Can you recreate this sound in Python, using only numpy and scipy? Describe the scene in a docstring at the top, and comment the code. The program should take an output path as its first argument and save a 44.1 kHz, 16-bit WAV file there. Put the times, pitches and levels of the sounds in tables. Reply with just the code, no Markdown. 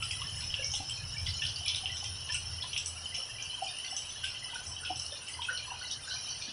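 """Heavy rain on a yard and its trees, heard from under a sheet roof, over a low rumble with a wavering drone.
From the start, drops tap and ring on the roof, big drops slap on stones and gravel, and bubbles plink in
the puddles; filtered noise and crowds of tiny tones make the wash, and decaying tones make each near hit.
The drone swells at 1.3 s. From about 5.8 s the crackle of water off the eaves comes in surges, while the
strongest ring in the hiss sinks and partly returns."""
import sys
import numpy as np
from scipy import signal
from scipy.fft import rfft, irfft, next_fast_len
from scipy.io import wavfile

SR = 44100
rng = np.random.default_rng(int(sys.argv[2]) if len(sys.argv) > 2 else 0)


def dump(signal):
    """Clip the signal to [-1, 1] and save it as 16-bit WAV at the path in sys.argv[1]."""
    limited = np.clip(np.atleast_2d(signal).T, -1, 1)
    pcm = np.round(limited * 32767).astype(np.int16)
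    wavfile.write(sys.argv[1], SR, pcm)


N = 287912
TIME = np.arange(N) / SR
AGE = TIME[:SR // 3]   # time axis of one hit, in s
SLAP_TOP_HZ, SPLASH_TOP_HZ = 4400, 7000   # upper edges of the wash and of the hiss
# time from the start of the sound to its centre, for a soft onset
SPLASH_CENTRE_S, BUBBLE_CENTRE_S = 0.0062, 0.012


def from_db(db):
    """Level to amplitude: 20 dB are a factor of ten."""
    return 10 ** (np.asarray(db) / 20)


def rms_one(x):
    """Normalizes the effective value to 1."""
    return x / np.sqrt(np.mean(x ** 2) + 1e-20)


def onset_one(x):
    """Normalizes the effective value of the first 25 ms to 1."""
    onset = x[..., :SR // 40]
    return x / np.sqrt(np.mean(onset ** 2, axis=-1, keepdims=True) + 1e-20)


def peak_one(x):
    """Normalizes the peak to 1."""
    return x / np.abs(x).max()


def in_time(rows):
    """Linear interpolation of each column over time, the first column being t/s."""
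    s, *columns = np.transpose(rows)
    return [np.interp(TIME, s, column) for column in columns]


def add(track, s, sound):
    """Superposition: mixes a sound in at time s, cut at the end of the track."""
    start = max(round(s * SR), 0)
    track[start:start + len(sound)] += sound[:len(track) - start]


def band(x, hz, kind, order=4):
    """Butterworth filter, flat in its passband."""
    return signal.sosfilt(signal.butter(order, hz, kind, fs=SR, output="sos"), x)


def drift(rate_hz):
    """Slow random variation of rms 1: noise through a critically damped two-pole lowpass."""
    step = 40   # samples per slow value
    pole = np.exp(-2 * np.pi * rate_hz * step / SR)
    noise = rng.standard_normal(N // step + 2002)
    slow = signal.lfilter([1], [1, -2 * pole, pole * pole], noise)[2000:]   # settled part
    return np.interp(np.arange(N) / step, np.arange(len(slow)), rms_one(slow))


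def tint(x, spectrum):
    """Spectral weighting: a gain curve, linear in dB over log frequency."""
    hz, db = np.transpose(spectrum)
    size = next_fast_len(len(x))
    grid = np.maximum(np.arange(size // 2 + 1) * SR / size, 1)
    gain_db = np.interp(np.log(grid), np.log(hz), db)
    return irfft(rfft(x, size) * from_db(gain_db), size)[:len(x)]


def resonate(x, share):
    """Resonance: narrow bands of the spectrum are lifted by a share of their full boost in dB."""
    # resonances of the rain's hiss: [f/Hz, half width/Hz, full boost/dB]
    resonances = [(2905, 630, 34), (2990, 200, 1.5), (3230, 520, 8), (4190, 53, 9), (5295, 254, 31.5),
                  (5620, 124, 14.5), (5888, 124, 24.5), (6090, 64, 15.5), (9768, 950, 31)]
    size = next_fast_len(x.shape[-1])
    grid = np.arange(size // 2 + 1) * SR / size
    lift_db = sum(boost_db * np.exp(-((grid - hz) / width_hz) ** 2) for hz, width_hz, boost_db in resonances)
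    return irfft(rfft(x, size) * from_db(share * lift_db), size)[..., :x.shape[-1]]


def watery(x, share):
    """The spectral envelope of falling water with a share of the resonances; rms 1."""
    # broad colour of falling water: [f/Hz, relative level/dB]
    water_colour = [(200, 3), (350, -1), (750, 2.5), (1500, 0.5), (2200, -1.5), (3500, -8.5), (4600, -10.5),
                    (6300, -5), (7500, 4.5), (8600, -5.5), (10300, -9), (11000, 4)]
    return rms_one(resonate(tint(band(x, 162, "high", order=2), water_colour), share))


def shelter(x, wet_db, echo_db, t60_s=0.23):
    """Reverberation: direct sound, one echo after 3 ms and a diffuse tail, drawn anew at each call."""
    build_up = 1 - np.exp(-(AGE / 0.0026) ** 2)
    response = rng.standard_normal(len(AGE)) * from_db(-60 * AGE / t60_s) * build_up
    tail = signal.fftconvolve(x, response)[:len(x)]
    time = TIME[:len(x)]
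    echo = np.interp(time - 0.003, time, x, left=0)
    return x + from_db(echo_db) * echo + from_db(wet_db) * np.std(x) * rms_one(tail)


def droplet(hz, swell_s):
    """Damped oscillation: a tiny tone whose envelope peaks at twice swell_s and then dies."""
    age = AGE[:SR // 30]
    return (age / swell_s) ** 2 * np.exp(-age / swell_s) * np.sin(2 * np.pi * hz * age)


def patter(per_s, low_hz, high_hz, swell_s, spread_db, wet_db, count=4):
    """Random superposition: droplets of random time, pitch and size share a few reverberant spots."""
    spots = np.zeros((count, N))
    for k, (when, pitch, size) in enumerate(rng.random((int(per_s * N / SR), 3))):
        tone = droplet(low_hz + (high_hz - low_hz) * pitch, swell_s)
        add(spots[k % count], when * TIME[-1], from_db(-spread_db * size) * tone)
    return sum(shelter(spot, wet_db, echo_db=1.5, t60_s=0.24) for spot in spots)


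def rumble(waver_db):
    """Common amplitude modulation: dull noise and a drone of slightly wandering pitch waver together."""
    # spectrum of the rumble: [f/Hz, relative level/dB]
    rumble_colour = [(20, -15), (38, -8.5), (60, -7), (95, 0), (130, -2.5), (165, -14), (220, -24.5),
                     (400, -38.5)]
    # levels before the waver: [t/s, rumble level/dB, drone level/dB]
    rumble_levels = [(0.0, -46.5, -49), (1.0, -48, -57), (1.3, -42, -37.5), (1.4, -47.5, -52.5),
                     (2.59, -50, -44), (2.69, -50, -64), (2.89, -56, -42), (3.19, -54.5, -64.5),
                     (3.79, -60, -73), (3.89, -59.5, -64), (4.29, -54, -49), (4.49, -58, -69),
                     (4.69, -55, -51), (6.08, -60, -60.5), (6.38, -54, -62), (6.53, -61, -69.5)]
    rumble_db, drone_db = in_time(rumble_levels)
    drone_hz = 83 + 1.01 * drift(1.87)
    drone = np.sin(2 * np.pi * np.cumsum(drone_hz) / SR)
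    noise = rms_one(tint(rng.standard_normal(N), rumble_colour))
    return from_db(waver_db * drift(7.3)) * (from_db(rumble_db) * noise + from_db(drone_db) * drone)


def rain():
    """Incoherent superposition: rain on roof and leaves merges into a ringing hiss with ticks and droplets."""
    # the downpour before the band trims: [t/s, wash level/dB, hiss level/dB, fizz level/dB]
    downpour = [(0.0, -43.5, -49.5, -48.5), (0.73, -49.5, -42, -56), (1.02, -49.5, -47, -57.5),
                (1.42, -42.5, -45, -53.5), (1.78, -45, -49, -56), (2.03, -49, -45, -55.5),
                (3.2, -46.5, -49, -53.5), (3.71, -41.5, -47, -54), (3.96, -47.5, -45.5, -53),
                (4.31, -44.5, -47, -57), (4.51, -47.5, -54.5, -55.5), (5.11, -51, -53, -57),
                (5.53, -44.5, -48, -57), (6.13, -51, -47.5, -56.5), (6.27, -46.5, -41, -53.5),
                (6.53, -48.5, -53, -61.5)]
    # gain of the strongest ring in the hiss: [t/s, level/dB]
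    ring_gain = [(0, 3), (2.5, 2), (3.8, -0.5), (5.1, 4), (5.7, -20), (6.53, -3)]
    wash_db, hiss_db, fizz_db = in_time(downpour)
    ring_db, = in_time(ring_gain)
    ring_hz, ring_width_hz = 5170, 250   # centre, half width

    merged = watery(rng.standard_normal(N), share=1.0)
    fine = patter(per_s=220, low_hz=2000, high_hz=10800, swell_s=.0007, spread_db=16, wet_db=2)
    tinkle = patter(per_s=800, low_hz=2000, high_hz=10800, swell_s=.003, spread_db=10, wet_db=7)
    water = from_db(-5.5) * merged + from_db(-7) * watery(fine, share=0.95) + watery(tinkle, share=0.98)
    ring = band(water, [ring_hz - ring_width_hz, ring_hz + ring_width_hz], "band", order=1)
    water = water + (from_db(ring_db) - 1) * ring

    # three registers, each following its own level
    wash = from_db(wash_db) * rms_one(band(water, [2100, SLAP_TOP_HZ], "band"))
    hiss = from_db(hiss_db) * rms_one(band(water, [SLAP_TOP_HZ, SPLASH_TOP_HZ], "band"))
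    fizz = from_db(fizz_db) * rms_one(band(water, SPLASH_TOP_HZ, "high", order=6))
    far = rms_one(band(watery(rng.standard_normal(N), share=0), 2120, "low"))
    plops = rms_one(patter(per_s=16, low_hz=922, high_hz=2636, swell_s=0.0019, spread_db=3, wet_db=3.5))
    low = from_db(-56.5) * far + from_db(-64.0) * plops
    return low + from_db(-1.5) * wash + from_db(-1.67) * hiss + from_db(0.2) * fizz


def leaves():
    """Statistical merging: countless small drops on the leaves form a fine, even patter."""
    fine = patter(per_s=420, low_hz=4200, high_hz=9200, swell_s=.0012, spread_db=14, wet_db=6)
    return from_db(-63) * rms_one(fine)


def drips(swell_s, wet_db):
    """Pitch follows size: drips from one point of the eaves are alike, so they plink at nearly one pitch."""
    # drip points along the eaves: [f/Hz, level/dB]
    drip_points = [(750, -71.5), (982, -74), (1510, -69), (1765, -68), (2024, -66.5), (2448, -65),
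                   (3134, -62), (3713, -71), (4229, -68), (4613, -83), (6854, -71), (7900, -67),
                   (8850, -66.5)]
    out = np.zeros(N)
    for hz, db in drip_points:
        point = patter(5, .985 * hz, 1.015 * hz, swell_s, spread_db=21.5, wet_db=wet_db, count=1)
        out += from_db(db) * rms_one(point)
    return out


def runoff(drop_db):
    """Jet break-up: a thread of water crackles densely on the stones, with larger droplets ringing out of it."""
    # flow off the eaves, steady until the first row and then in surges: [t/s, level/dB]
    flow = [(5.75, -52), (5.85, -47.5), (5.93, -39.5), (5.99, -57), (6.06, -50.5), (6.14, -39), (6.23, -50),
            (6.31, -43), (6.38, -46), (6.53, -48.5)]
    flow_db, = in_time(flow)
    crackle = patter(per_s=380, low_hz=3700, high_hz=6300, swell_s=.001, spread_db=12, wet_db=4)
    ringing = patter(per_s=170, low_hz=3700, high_hz=6200, swell_s=.0028, spread_db=9, wet_db=6)
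    return from_db(flow_db) * rms_one(rms_one(crackle) + from_db(drop_db) * rms_one(ringing))


def roof_taps(swell_s, wet_db, t60_s, rebound_db):
    """Impact excitation: a drop sets one roof resonance ringing, and two rebounds land just after."""
    # the nearest drops on the roof: [t/s, onset level/dB, resonance f/Hz]
    taps = [(0.15, -51, 5600), (0.293, -45, 3050), (0.296, -54, 9870), (0.351, -46.0, 5330),
            (0.358, -54, 9740), (0.438, -48, 5280), (0.498, -46, 5260), (0.503, -42, 3090),
            (0.587, -38.5, 2810), (0.949, -47, 5420), (1.05, -45.0, 5300), (1.122, -42.0, 5390),
            (1.128, -47, 2960), (1.181, -39, 5300), (1.339, -43.5, 5360), (1.503, -45, 3080),
            (1.559, -53, 9900), (1.584, -49, 5620), (1.604, -43.0, 3050), (1.724, -51, 9670),
            (1.774, -43.5, 3170), (1.917, -44, 5460), (1.924, -42, 3040), (2.092, -45, 5440),
            (2.093, -48.5, 9720), (2.184, -47, 5400), (2.214, -45.5, 3040), (2.243, -45.5, 2890),
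            (2.471, -49, 5520), (2.533, -43.5, 5460), (2.676, -49, 9770), (2.984, -49, 5560),
            (3.056, -41, 3000), (3.179, -40.5, 5390), (3.201, -41.5, 2970), (3.226, -41.5, 5450),
            (3.42, -48, 3010), (3.497, -40.5, 3020), (3.646, -42.5, 2970), (3.678, -51, 5360),
            (3.751, -53, 9640), (3.786, -52, 2970), (3.845, -44.5, 2865), (3.846, -47.5, 5780),
            (3.975, -45, 2900), (4.049, -48, 3044), (4.103, -58, 9620), (4.3, -46, 5380),
            (4.346, -44, 3050), (4.434, -50, 9430), (4.441, -48.5, 5370), (4.445, -44.5, 2990),
            (4.5, -46, 3100), (4.539, -47, 3010), (4.541, -49.5, 5570), (4.72, -47.5, 5670),
            (4.764, -43, 3070), (4.875, -40.0, 3010), (4.908, -44.5, 5320), (5.014, -45.5, 2925),
            (5.052, -51.5, 9770), (5.099, -52.5, 9660), (5.121, -45, 5400), (5.217, -52, 9500),
            (5.275, -46, 2920), (5.302, -51.5, 9530), (5.517, -46, 5730), (5.529, -51.0, 9610),
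            (5.555, -47.5, 5460), (5.624, -47, 2990), (5.703, -43.5, 2820), (5.828, -46.5, 2880),
            (5.901, -45, 3030), (6.077, -49, 5480), (6.11, -41.5, 3060), (6.17, -43.5, 5700),
            (6.289, -40.5, 5820)]
    out = np.zeros(N)
    for s, db, hz in taps:
        tone = np.zeros(len(AGE))
        add(tone, 0, droplet(hz, swell_s))
        for delay_s, ratio in rng.uniform([.004, .97], [.035, 1.03], (2, 2)):
            add(tone, delay_s, from_db(rebound_db) * droplet(hz * ratio, swell_s))
        add(out, s, from_db(db) * onset_one(shelter(tone, wet_db, echo_db=-13, t60_s=t60_s)))
    return out


def bubble(hz, swell_s, rise, rough):
    """Bubble oscillation: a brief, shaken pulse whose pitch rises as the bubble nears the surface."""
    age = (AGE - BUBBLE_CENTRE_S) / swell_s
    shake = 1 + rough * rms_one(band(rng.standard_normal(len(AGE)), hz / 8, "low", order=2))
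    envelope = shake / np.cosh(np.minimum(age, 50))
    pitch_hz = hz * (1 + rise * np.tanh(age))
    return envelope * np.sin(2 * np.pi * np.cumsum(pitch_hz) / SR)


def bubbles(swell_s, rise, rough, wet_db, companion_db):
    """Pitch follows size: each bubble has a weaker companion, close behind and of nearly its size."""
    # the nearest bubbles in the puddles: [t/s, onset level/dB, mid-pulse f/Hz]
    puddle_bubbles = [(0.028, -45, 1333), (0.221, -47, 1140), (0.599, -47.5, 538), (0.6, -51.5, 1693),
                      (0.739, -52.5, 805), (0.805, -52.5, 287), (0.808, -45.5, 793), (1.424, -44.5, 1780),
                      (1.841, -50, 763), (2.03, -53, 800), (2.3, -42, 1750), (2.305, -52.5, 990),
                      (2.351, -52.5, 1450), (2.643, -49.5, 992), (3.191, -56.5, 523), (3.627, -35, 749),
                      (3.931, -48.5, 753), (4.242, -43, 1534), (4.537, -50.5, 946), (4.562, -43, 1493),
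                      (4.839, -47, 1473), (4.907, -35.5, 760), (4.909, -49.5, 312), (5.127, -50, 553),
                      (5.396, -44, 963), (5.494, -33, 1487), (5.505, -47.5, 1825), (5.51, -55.5, 510),
                      (5.53, -43.5, 1498), (5.683, -49.5, 1026), (5.718, -44.5, 983), (5.722, -50, 800),
                      (5.819, -46.5, 1487), (6.079, -46.5, 1535), (6.113, -45, 1517), (6.49, -52.5, 243)]
    out = np.zeros(N)
    for s, db, hz in puddle_bubbles:
        tone = bubble(hz, swell_s, rise, rough)
        delay_s, ratio = rng.uniform([.008, .96], [.035, 1.05])
        add(tone, delay_s, from_db(companion_db) * bubble(hz * ratio, swell_s, rise, rough))
        add(out, s - BUBBLE_CENTRE_S, from_db(db) * onset_one(shelter(tone, wet_db, echo_db=-14)))
    return out


def plinks(swell_s, wet_db, t60_s):
    """Bubble resonance: a small drop traps a tiny bubble, whose clear note reverberates under the roof."""
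    # the nearest small drops in standing water: [t/s, onset level/dB, f/Hz]
    small_drops = [(0.013, -53, 7850), (0.031, -47, 4910), (0.053, -52, 8800), (0.106, -40, 3260),
                   (0.108, -44, 4870), (0.356, -55, 6800), (0.376, -52, 8000), (0.404, -51, 4200),
                   (0.437, -50.5, 2500), (0.626, -46.5, 2250), (0.765, -49, 7600), (0.779, -48, 4160),
                   (0.907, -39, 3135), (0.958, -48.5, 4200), (0.974, -48.5, 2495), (1.165, -46, 2330),
                   (1.265, -43.5, 4790), (1.27, -47.5, 2046), (1.288, -43, 4070), (1.3, -43, 4640),
                   (1.336, -51, 6850), (1.35, -46, 4160), (1.372, -52, 6630), (1.462, -47, 4200),
                   (1.463, -44.5, 4780), (1.557, -44.5, 4690), (1.66, -42.5, 2414), (1.757, -52, 8900),
                   (1.824, -54, 8960), (1.856, -40, 3100), (1.896, -48.5, 1990), (2.052, -41, 3147),
                   (2.246, -56, 6460), (2.621, -41, 3330), (2.624, -49, 4200), (2.69, -52, 4220),
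                   (2.774, -45.5, 7700), (2.857, -46, 7920), (2.857, -47, 8340), (2.964, -50, 5580),
                   (3.064, -49, 5030), (3.384, -48, 2400), (3.455, -52, 4670), (3.505, -50, 4120),
                   (3.54, -39.5, 3110), (3.641, -47, 5090), (3.643, -54, 6800), (3.67, -45.5, 2475),
                   (3.682, -48, 4640), (3.686, -44.5, 3630), (3.843, -50, 2020), (3.844, -52, 4680),
                   (3.844, -49, 4430), (3.876, -48.5, 3490), (3.911, -42, 5380), (3.964, -43, 6180),
                   (3.964, -48.5, 7800), (4.09, -45, 6000), (4.102, -50.5, 3450), (4.175, -49, 3360),
                   (4.25, -55, 7840), (4.304, -52, 4160), (4.423, -50.5, 2010), (4.563, -54, 4170),
                   (4.676, -51, 8900), (4.685, -53, 7840), (4.782, -55, 6100), (4.808, -49, 8900),
                   (5.061, -54, 4270), (5.118, -46.5, 3570), (5.153, -56, 2460), (5.293, -54.5, 2020),
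                   (5.315, -54, 6200), (5.334, -51.5, 8700), (5.334, -50, 4810), (5.447, -44, 2590),
                   (5.466, -50.5, 9100), (5.546, -41, 3030), (5.57, -43, 4230), (5.594, -48, 2410),
                   (5.664, -50, 4300), (5.818, -47, 4320), (5.835, -53, 2040), (5.85, -47, 3920),
                   (5.906, -50, 3350), (6.034, -50, 3580), (6.069, -52, 6890), (6.116, -44, 4140),
                   (6.193, -49, 3970), (6.281, -43.5, 3090), (6.308, -43, 4530), (6.368, -54, 8910),
                   (6.418, -52, 3600), (6.42, -44, 4270), (6.446, -47, 4390), (6.486, -49.5, 3440)]
    out = np.zeros(N)
    for s, db, hz in small_drops:
        tone = np.zeros(len(AGE))
        add(tone, 0, droplet(hz, swell_s))
        add(out, s, from_db(db) * onset_one(shelter(tone, wet_db, echo_db=-22, t60_s=t60_s)))
    return out


def ping(hz, ping_s, wet_db):
    """Impact transient: the short damped tone of a drop's first contact; peak 1."""
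    tone = AGE ** 2 * np.exp(-AGE / ping_s) * np.sin(2 * np.pi * hz * AGE)
    return peak_one(shelter(tone, wet_db, echo_db=-14.0))


def shatter(swell_s, scatter_s, count):
    """Fragmentation: droplets of all pitches crowd around one moment, and those far from it are weaker."""
    out = np.zeros(len(AGE))
    for k, (late, pitch) in enumerate(rng.uniform([-.62, 0], 1, (count, 2))):
        tone = droplet(2000 + 8800 * (k + pitch) / count, swell_s)
        # the cube gathers the droplets at the centre
        add(out, SPLASH_CENTRE_S + scatter_s * late ** 3, from_db(-9 * abs(late)) * tone)
    return out


def slap(droplets, hz):
    """Spectral concentration: the largest droplets of a splash, weighted toward one pitch."""
    width_oct, floor_db = 0.27, -12   # spread around the pitch, weight far from it
    pitches = np.geomspace(1700, 5000, 16)
    near_db = np.maximum(-6 * (np.log2(pitches / hz) / width_oct) ** 2, floor_db)
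    return onset_one(tint(band(droplets, [2000, 4800], "band"), np.c_[pitches, near_db]))


def big_drops():
    """Impact and break-up: a drop ticks on stone amid a slap, splash and fine spray, and the shelter rings on."""
    # the nearest big drops; the tick level is its peak, the others are onset levels:
    # [t/s, tick level/dB, tick f/Hz, slap level/dB, slap f/Hz, splash level/dB, spray level/dB]
    stone_drops = [(0.0246, -25, 2800, -40, 2950, -46, -54), (0.11, -24.5, 2730, -44, 2770, -44.5, -47),
                   (0.2172, -28, 3140.0, -44, 3200, -67, -67.0), (0.4065, -29, 5330, -47, 3720.0, -50, -59),
                   (0.5411, -20.5, 2950, -40, 2820, -64, -69.0), (0.6448, -22, 5450, -65, 2860.0, -37, -72),
                   (0.7151, -32, 5400, -63, 3380.0, -38.5, -64), (0.7374, -28.5, 6300, -38, 3440, -46, -51),
                   (0.7518, -26, 3300, -55, 3400.0, -42, -50), (0.8971, -30.5, 7870, -41.5, 3000, -58, -53),
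                   (1.266, -25.5, 3100.0, -41.5, 3640, -46, -59),
                   (1.42, -23.5, 3000, -36, 3150, -59.0, -68.0),
                   (1.4338, -25, 3080, -54, 3310.0, -46, -68.0),
                   (1.4522, -22.5, 3170, -45, 3460.0, -54, -54), (1.4658, -31, 3300, -50, 3530, -41, -67),
                   (1.5597, -28.5, 4600, -52, 4460.0, -55, -62), (1.6605, -30, 9930, -42.5, 3400, -67, -57),
                   (1.6816, -18.5, 5280, -33.5, 3700, -42, -60), (1.7, -26, 3330, -44, 3600.0, -48, -69),
                   (1.747, -23, 3670, -40.5, 3850, -51, -68.0), (1.7592, -25, 5250, -57, 3600.0, -48, -54),
                   (1.8576, -23, 3060, -41, 2930, -63, -73), (1.9681, -31, 5470.0, -46, 3650, -42.5, -58),
                   (2.041, -29.5, 5430, -45, 3180, -46, -53), (2.2876, -33, 2940, -40, 2830.0, -51, -64),
                   (2.3227, -27.5, 5470, -42, 2730, -46, -50), (2.344, -23.5, 8350, -36.5, 2580, -42, -48),
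                   (2.6235, -29, 3400, -43.5, 3620.0, -58, -63),
                   (2.7313, -32, 2950.0, -39.5, 3110.0, -46.0, -66.0),
                   (2.7637, -21.5, 2750, -38.5, 3470, -61, -71.0),
                   (2.777, -22.5, 5550, -41.5, 3540, -41, -52),
                   (2.8599, -25, 5880, -62, 3290.0, -50, -44.5),
                   (3.1427, -29.5, 2960, -39.5, 2880, -42.5, -60),
                   (3.4246, -27, 5930, -59, 3210.0, -54, -66), (3.7856, -31, 9400, -61, 3380.0, -52, -67),
                   (3.848, -31, 2900, -56, 3900, -53, -65), (3.9652, -24, 5900, -49.0, 3500, -45, -53.5),
                   (4.2422, -25, 2860, -35.5, 2800, -62, -48.5),
                   (4.5447, -35, 5740, -47, 3600.0, -59, -49.5),
                   (4.667, -33, 5840, -64.0, 4320.0, -44, -60), (4.849, -33, 3080, -41, 3070, -68, -68),
                   (4.9584, -28.5, 5560, -54, 3540.0, -50, -67), (4.9968, -25, 5460, -52, 2800, -42.5, -53),
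                   (5.0633, -27, 5400, -63.0, 4210.0, -53, -54), (5.2821, -36, 2900, -49.5, 2500, -63, -50),
                   (5.418, -33, 3130, -39, 3430, -56, -72.0), (5.575, -27.5, 4250, -49, 4030, -47.5, -70),
                   (5.9122, -27, 5700, -54, 3860.0, -46, -55.5),
                   (6.4227, -30.5, 5650, -52, 3630.0, -55, -69.0)]
    out = np.zeros(N)
    for s, tick_db, tick_hz, slap_db, slap_hz, splash_db, spray_db in stone_drops:
        broken = shatter(swell_s=0.00064, scatter_s=0.027, count=28)
        droplets = resonate(shelter(broken, wet_db=4.5, echo_db=-3.5, t60_s=0.29), share=0.27)
        splash = onset_one(band(droplets, (5170, 6300), "band"))   # smaller droplets
        spray = onset_one(band(droplets, (6800, 10100), "band"))   # the finest
        add(out, s, from_db(tick_db) * ping(tick_hz, ping_s=0.00041, wet_db=-1.0))
        add(out, s - SPLASH_CENTRE_S, from_db(slap_db) * slap(droplets, slap_hz)
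            + from_db(splash_db) * splash + from_db(spray_db) * spray)
    return out


def scene():
    """Superposition of all sources, from the rumble to the big drops, in one channel."""
    behind = rumble(waver_db=2.0) + rain() + leaves()
    eaves = drips(swell_s=0.0024, wet_db=2.5) + runoff(drop_db=1.5)
    roof = roof_taps(swell_s=0.0011, wet_db=3.0, t60_s=0.24, rebound_db=-7.5)
    puddles = bubbles(swell_s=0.0031, rise=0.011, rough=0.3, wet_db=-3.5, companion_db=-14.5)
    drops = plinks(swell_s=0.0022, wet_db=1, t60_s=0.27) + big_drops()
    return (behind + eaves + roof + puddles + drops)[None]


def record(dry):
    """Band limitation: a steep lowpass near 11 kHz leaves the top treble very faint."""
    edge_hz, cutoff_hz = 11150, 15800
    heard = signal.sosfilt(signal.cheby1(10, .5, edge_hz, fs=SR, output="sos"), dry)
    heard = heard + from_db(-15.0) * band(dry, edge_hz, "high")
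    return signal.sosfilt(signal.ellip(10, .2, 80, cutoff_hz, fs=SR, output="sos"), heard)


dry = scene()
out = record(dry)
dump(out)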